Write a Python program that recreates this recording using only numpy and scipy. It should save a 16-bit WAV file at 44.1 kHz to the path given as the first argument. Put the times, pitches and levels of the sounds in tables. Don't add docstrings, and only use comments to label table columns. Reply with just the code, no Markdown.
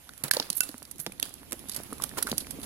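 import sys
import numpy as np
from scipy import signal
from scipy.fft import rfft, irfft, next_fast_len
from scipy.io import wavfile
from scipy.ndimage import uniform_filter1d, map_coordinates

SR = 44100
rng = np.random.default_rng(int(sys.argv[2]) if len(sys.argv) > 2 else 0)


def invert_db(level):
    return 10 ** (np.asarray(level, dtype=float) / 20)


def persist_wave(psi):
    counts = np.round(np.clip(psi, -1, 1) * 32767).astype(np.int16)
    wavfile.write(sys.argv[1], SR, np.atleast_2d(counts).T)


N = 116865


def unit(x):
    return x / np.sqrt(np.mean(x ** 2) + 1e-20)


def along(points, hz):
    f, v = np.transpose(points)
    return np.interp(np.log(hz + 1), np.log(f + 1), v)


def wobble(rate):
    knots = rng.standard_normal(int(N * rate / SR) + 4)
    return map_coordinates(knots, [np.arange(N) * rate / SR])


def filtered(x, response):
    m = next_fast_len(N + SR // 2)
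    return irfft(rfft(x, m) * response(np.fft.rfftfreq(m, 1 / SR)), m)[..., :N]


def noise(spectrum, patchy_db=0):
    z = signal.stft(rng.standard_normal((3, N)), nperseg=256)[2]
    field = uniform_filter1d(rng.standard_normal(z.shape[1:]), size=4, axis=0)
    field = uniform_filter1d(field, size=10, axis=1)
    patchy = signal.istft(z * invert_db(patchy_db * unit(field)), nperseg=256)[1][:, :N]
    x = filtered(patchy, lambda hz: invert_db(along(spectrum, hz)))
    return x / np.std(x)


def swell(s, rise, t60, length=.12):
    t = np.arange(int(length * SR)) / SR
    return round(s * SR), (1 - np.exp(-(t / rise) ** 2)) * invert_db(-60 * t / np.clip(t60, .004, .3))


def slide(s, rise, fall):
    t = np.arange(N) / SR
    return np.exp(-np.where(t < s, ((s - t) / rise) ** 2, 2 * (t - s) / fall))


def add(track, start, piece):
    track[start:start + len(piece)] += piece[:N - start]


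# start_s [s], rumble_level_db [dB], hiss_level_db [dB]
WALK = [
    (0, -67.5, -56.5),
    (.3, -64.5, -55),
    (1.15, -61.5, -59.5),
    (1.42, -59, -56),
    (1.7, -55.5, -52.5),
    (2.65, -52, -52.5),
]
# freq_hz [Hz], level_db [dB]
RUMBLE = [(90, -6), (150, -3), (280, 0.5), (400, -8), (1200, -23.5), (2500, -77)]
# freq_hz [Hz], level_db [dB]
HISS = [(300, -70), (500, 2), (3500, 0.5), (8500, -5), (11000, 6), (13000, -5.5), (15300, -7), (15700, -48)]
# freq_hz [Hz], level_db [dB]
WIND = [(20, -22.5), (65, 1), (130, -7), (300, -47)]


def walk():
    s, rumble_db, hiss_db = np.transpose(WALK)
    t = np.arange(N) / SR
    rumble_db = np.interp(t, s, rumble_db)
    hiss_db = np.interp(t, s, hiss_db)
    lumps_db = 3 * wobble(50) + wobble(6)
    ticks_db = wobble(20) + 8 * np.clip(wobble(400) - 1.3, 0, None)
    rumble = invert_db(rumble_db + 4.5 + lumps_db) * noise(RUMBLE)
    hiss = invert_db(hiss_db + 1.0 + ticks_db) * noise(HISS, patchy_db=2.0)
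    wind_db = -55 + 0.7 * (rumble_db + 52.0)
    return rumble + hiss + invert_db(wind_db) * noise(WIND)


# freq_hz [Hz], t60_s [s]
YARD = [(200, 0.62), (3000, 0.45), (10000, 0.23)]


def yard(x):
    hz, t, z = signal.stft(rng.standard_normal((2, SR // 3)), SR, nperseg=256)
    decay = invert_db(-60 * t / along(YARD, hz)[:, None])
    tail = signal.istft(z * decay, SR, nperseg=256)[1]
    late = np.pad(x, (200, 0))[None]
    return signal.fftconvolve(late, tail / np.linalg.norm(tail[0]), axes=1)[:, :N]


# peak_s [s], rise_s [s], fall_s [s], level_db [dB]
SKIMS = [
    (.556, 0.0041, .02, -38),
    (.571, .003, .012, -26),
    (0.581, 0.0048, 0.023, -34),
    (1.002, 0.0065, 0.051, -37.5),
]
# freq_hz [Hz], level_db [dB]
SAND = [(6000, -40), (8500, -11), (11000, 3), (14000, -4.5), (15500, -10), (16000, -44)]


def skims():
    level = sum(invert_db(db) * slide(s, rise, fall) for s, rise, fall, db in SKIMS)
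    return level * unit(invert_db(4 * wobble(700))) * noise(SAND)


# peak_s [s], rise_s [s], fall_s [s], treble_db [dB], body_db [dB]
DRAGS = [(0.243, 0.0047, 0.052, -41, -32), (0.338, 0.004, 0.14, -55, -36), (0.57, 0.024, 0.016, -52, -65),
         (0.636, 0.0036, 0.18, -44.5, -49), (0.994, 0.0021, 0.01, -38, -42.5),
         (1.238, 0.026, 0.11, -47, -47.5), (1.527, 0.0061, 0.023, -53, -39.5),
         (1.764, 0.0082, 0.17, -55, -47.5), (2.041, 0.028, 0.036, -46, -43),
         (2.184, 0.011, 0.037, -44, -30), (2.279, 0.014, 0.095, -41.5, -42.5),
         (2.64, 0.0085, 0.1, -40, -42)]
# freq_hz [Hz], level_db [dB]
STONE = [(2000, -61), (3500, -4.5), (8500, -6), (11000, 3), (13000, -25), (15300, -30), (15800, -35)]
# freq_hz [Hz], level_db [dB]
SHELL = [(150, -6.5), (400, -1), (1600, -4), (5000, -14.5)]


def grain(rate, deep_db):
    lifts = np.clip(wobble(250) - .4, 0, 1.6)
    return unit(invert_db(deep_db * lifts + 3 * wobble(rate)))


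def drags():
    shapes = np.array([slide(s, rise, fall) for s, rise, fall, *_ in DRAGS])
    grit, body = invert_db(np.array(DRAGS)[:, 3:]).T @ shapes
    return grit * grain(900, 8) * noise(STONE) + body * grain(400, 4) * noise(SHELL)


# start_s [s], level_db [dB], width_s [s]
POPS = [
    (.399, -14.5, 0.00024),
    (1.0645, -4.5, 0.000052),
    (2.315, -19.5, 0.000073),
    (2.3286, -10.5, 0.00037),
]
# start_s [s], level_db [dB], width_s [s]
MORE_POPS = [(0.238, -26, 0.00018), (.247, -28, 0.00023), (.256, -33, .0002), (.289, -37, .0002),
             (1.308, -36, .0003), (1.338, -40, .00007), (2.189, -33, 0.000089), (0.391, -39, 0.00028),
             (0.575, -34, 0.00019), (.659, -36, 0.00011), (.694, -29, 0.00014), (.743, -21, 0.00017),
             (0.822, -25.5, 0.00017), (1.049, -45, 0.00025), (1.07, -18.5, 0.00038), (1.097, -30.5, 0.00061),
             (1.1786, -48, 0.000091), (1.253, -41, 0.00007), (1.432, -28, 0.00011), (1.523, -9.5, 0.00005),
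             (1.641, -30, 0.0004), (1.657, -31, 0.00014), (1.775, -41, .00017), (1.791, -26, .0001),
             (1.802, -22, .0004), (1.853, -50, .00015), (1.886, -47, 0.000075), (1.999, -32, 0.0002),
             (2.045, -22, 0.00013), (2.138, -26.5, 0.00016), (2.206, -30, 0.00018), (2.422, -32, 0.00022),
             (2.47, -20.5, .00008)]


def pops():
    t = np.arange(N) / SR
    out = np.zeros(N)
    for s, db, width in POPS + MORE_POPS:
        u = np.clip(t - s, 0, None) / width
        out -= invert_db(db) * u * (2 - u) * np.exp(-u)
    return out


def struck(rows, partials, rise, gain_db):
    out, chance = np.zeros(N), rng.standard_normal((len(rows), 8))
    scatter_db = 2 * chance[:, :4]
    detune = 1 + .04 * chance[:, 4:] * (np.arange(4) > 0)
    for (s, db, hz, t60), level_db, off in zip(rows, scatter_db, detune):
        start, shape = swell(s, rise, t60)
        t = np.arange(len(shape)) / SR
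        tone = sum(invert_db(level + level_db[k]) * np.sin(2 * np.pi * hz * ratio * off[k] * t)
                   for k, (ratio, level) in enumerate(partials))
        add(out, start, invert_db(db + gain_db) * shape * tone)
    return out


# start_s [s], level_db [dB], pitch_hz [Hz]
THUDS = [(0.237, -32, 142), (0.366, -16.5, 524), (0.4, -28, 278), (0.498, -39.5, 173), (0.69, -35, 294),
         (0.74, -38, 240), (1.072, -36.5, 198), (1.536, -36, 337), (0.991, -40.5, 148), (1.062, -27.5, 480),
         (1.225, -37, 265), (1.527, -32.5, 305), (1.779, -38.5, 153), (1.923, -31, 263),
         (2.172, -33.5, 347), (2.249, -32, 245), (2.314, -28, 237), (2.326, -28.5, 170), (2.34, -38, 280),
         (2.493, -43, 231), (2.541, -36.5, 265), (2.585, -32.5, 267)]


def thuds():
    rows = [(s + 0.0021, db, hz, 12.1 / hz) for s, db, hz in THUDS]
    return struck(rows, [(1.014, 0.5), (1.7, -8.5)], rise=0.00074, gain_db=2.0)


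# start_s [s], level_db [dB], pitch_hz [Hz]
KNOCKS = [(0.092, -34.5, 1430), (0.311, -8.5, 1654), (0.338, -29, 1620), (0.4, -29.5, 925),
          (1.064, -31.5, 930), (1.196, -34.5, 2020), (1.2273, -25.5, 2620), (0.422, -29.5, 1580),
          (1.12, -33, 2400), (1.926, -27, 1230), (2.0, -34.5, 1110), (2.037, -32, 1340),
          (2.114, -35.5, 1750), (2.172, -26, 1350), (2.182, -27.5, 1120), (2.225, -27, 1400),
          (2.27, -24, 1450), (2.277, -26, 1420), (2.446, -37, 2270)]


def knocks():
    rows = [(s, db, hz, 19.3 / hz) for s, db, hz in KNOCKS]
    return struck(rows, [(1.015, 1.5), (1.335, -9.5)], rise=0.00045, gain_db=2.0)


# pitch_hz [Hz], level_db [dB], t60_s [s]
BUCKLE = [(1470, -2, .09), (2681, 1.5, .1), (5243, -1, .035)]


def buckle():
    ring_s, ring_db = .606, -28
    rows = [(ring_s, ring_db + db, hz, t60) for hz, db, t60 in BUCKLE]
    return struck(rows, [(1, 0)], rise=.0006, gain_db=0) * invert_db(1.5 * wobble(151))


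def shells():
    return filtered(knocks() + thuds() + buckle(), lambda hz: (1j * hz / (90 + 1j * hz)) ** 2)


# start_s [s], treble_peak_db [dB], upper_mid_db [dB], t60_s [s]
CLATTER = [(0.0919, -29.5, -40.5, 0.011), (0.1776, -27.5, -63, 0.016), (0.2372, -10, -36.5, 0.02),
           (0.2808, -24.5, -42, 0.019), (0.3109, -3, -19.5, 0.022), (0.3348, -14, -28, 0.025),
           (0.3985, -20.5, -21.5, 0.016), (0.501, -12.5, -28.5, 0.019), (0.5272, -25.5, -42, 0.03),
           (0.571, -22.5, -63, 0.042), (0.5803, -21.5, -58, 0.021), (0.605, -6, -32.5, 0.024),
           (0.63, -20, -45, 0.051), (0.6895, -21.5, -41.5, 0.019), (0.7794, -26, -72, 0.018),
           (0.827, -27, -48.5, 0.02), (0.912, -23, -68, 0.023), (0.996, -21.5, -68, 0.06),
           (1.0646, -30, -37, 0.027), (1.121, -25.5, -48.5, 0.015), (1.1986, -18.5, -36.5, 0.015),
           (1.2277, -6, -22.5, 0.013), (1.3403, -23, -71, 0.0087)]
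# start_s [s], treble_peak_db [dB], upper_mid_db [dB], t60_s [s]
SCUFFS = [(1.5215, -15, -44, 0.0079), (1.5293, -14, -65, 0.011), (1.5926, -26.5, -44, 0.015),
          (1.6855, -27, -50, 0.023), (1.6952, -17.5, -42, 0.019), (1.7197, -27, -43.5, 0.034),
          (1.745, -24.5, -40, 0.02), (1.7621, -15, -36.5, 0.025), (1.8337, -27, -58, 0.016),
          (2.0212, -13.5, -32, 0.014), (2.0378, -10, -32, 0.018), (2.181, -24.5, -36.5, 0.04),
          (2.2254, -9, -32.5, 0.023), (2.2696, -21, -36.5, 0.021), (2.3152, -20.5, -26.5, 0.019),
          (2.3803, -8, -29.5, 0.017), (2.4017, -24, -39, 0.05), (2.5052, -22.5, -48.5, 0.045),
          (2.6334, -33, -44, 0.021)]
# start_s [s], treble_peak_db [dB], upper_mid_db [dB]
TICKS = [(.346, -19, -33), (0.368, -24, -28), (.4253, -32, -33), (.7157, -43, -56), (0.8514, -32, -46.5),
         (0.9582, -34, -55), (0.9823, -29, -69), (1.1792, -58, -54), (1.2536, -27, -48), (1.293, -29, -60),
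         (1.5101, -31, -52), (1.7095, -50, -51), (1.7162, -27, -46), (1.7348, -34, -43), (1.749, -24, -48),
         (1.769, -24, -42), (1.788, -40, -44), (1.865, -38, -53.5), (1.9292, -26, -48),
         (1.9813, -27.5, -53), (2.092, -29.5, -49), (2.175, -26, -50), (2.374, -25, -45),
         (2.4676, -33, -48), (2.6153, -30.5, -48)]
# freq_hz [Hz], level_db [dB]
TREBLE = [(4000, -12.5), (6500, -5), (9000, -4), (11000, 5.5), (13000, -7.5), (16500, -26.5)]
# freq_hz [Hz], level_db [dB]
UPPER = [(1800, -47), (2800, 2.5), (4500, 10), (6500, -1), (9000, -23)]


def cracks():
    tick_t60_s, rise_share = 0.018, 0.083
    treble_gain_db, upper_gain_db = -3 - 3, 8.5 - 1.5
    high, upper = np.zeros(N), np.zeros(N)
    for s, db, upper_db, t60 in CLATTER + SCUFFS + [(*tick, tick_t60_s) for tick in TICKS]:
        start, shape = swell(s - .0008, rise_share * t60, t60)
        shape = shape * (1 + 0.52 * (shape / shape.max()) ** 10)
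        add(high, start, invert_db(db + treble_gain_db) * shape)
        add(upper, start, invert_db(upper_db + upper_gain_db) * shape)
    spikes = invert_db(2.5 * wobble(1200))
    return spikes * (high * noise(TREBLE) + upper * noise(UPPER, patchy_db=2.5))


# freq_hz [Hz], common_share [0-1]
ALIKE = [(40, 0.42), (150, 1), (1000, 0.63), (4000, 0.17), (12000, 0.6)]


def ports(three, share):
    def common_power(hz):
        return np.clip(share * along(ALIKE, hz), 0, 1)
    common = filtered(three[0], lambda hz: np.sqrt(common_power(hz)))
    return common + filtered(three[1:], lambda hz: np.sqrt(1 - common_power(hz)))


def scene():
    grit, body = cracks(), shells() + pops()
    contacts = ports(grit + drags(), share=0.59) + body
    answer = invert_db(-15) * yard(grit[0] + .5 * body)
    return contacts + answer + ports(walk(), share=0.63) + ports(skims(), share=0.77)


def roll_off(x):
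    return signal.sosfilt(signal.butter(12, 16510, fs=SR, output="sos"), x)


# freq_hz [Hz], left_minus_right_db [dB]
PORTS = [(40, 3.5), (200, -3), (600, -7), (1500, -3), (6000, -1.5), (9000, -21.5), (15000, -28.5)]
# start_s [s], length_s [s]
GAPS = [
    (.229, .006),
    (.295, .013),
    (1.213, .004),
]


def record(dry):
    lag_s, top_hz = 0.00011, 16300

    def response(hz):
        right = 2 / (1 + invert_db(along(PORTS, hz)))
        return np.array([(2 - right) * np.exp(-2j * np.pi * hz * lag_s), right])
    clipped = np.clip(filtered(dry, response), -.9, .9)
    wet = filtered(clipped, lambda hz: hz < top_hz)
    t = np.arange(N) / SR
    muted = sum(1. * (t > s) * (t < s + length) for s, length in GAPS)
    muted = uniform_filter1d(muted, size=40)
    return roll_off(wet - muted * filtered(wet, lambda hz: hz > 2000))


dry = scene()
out = record(dry)
persist_wave(out)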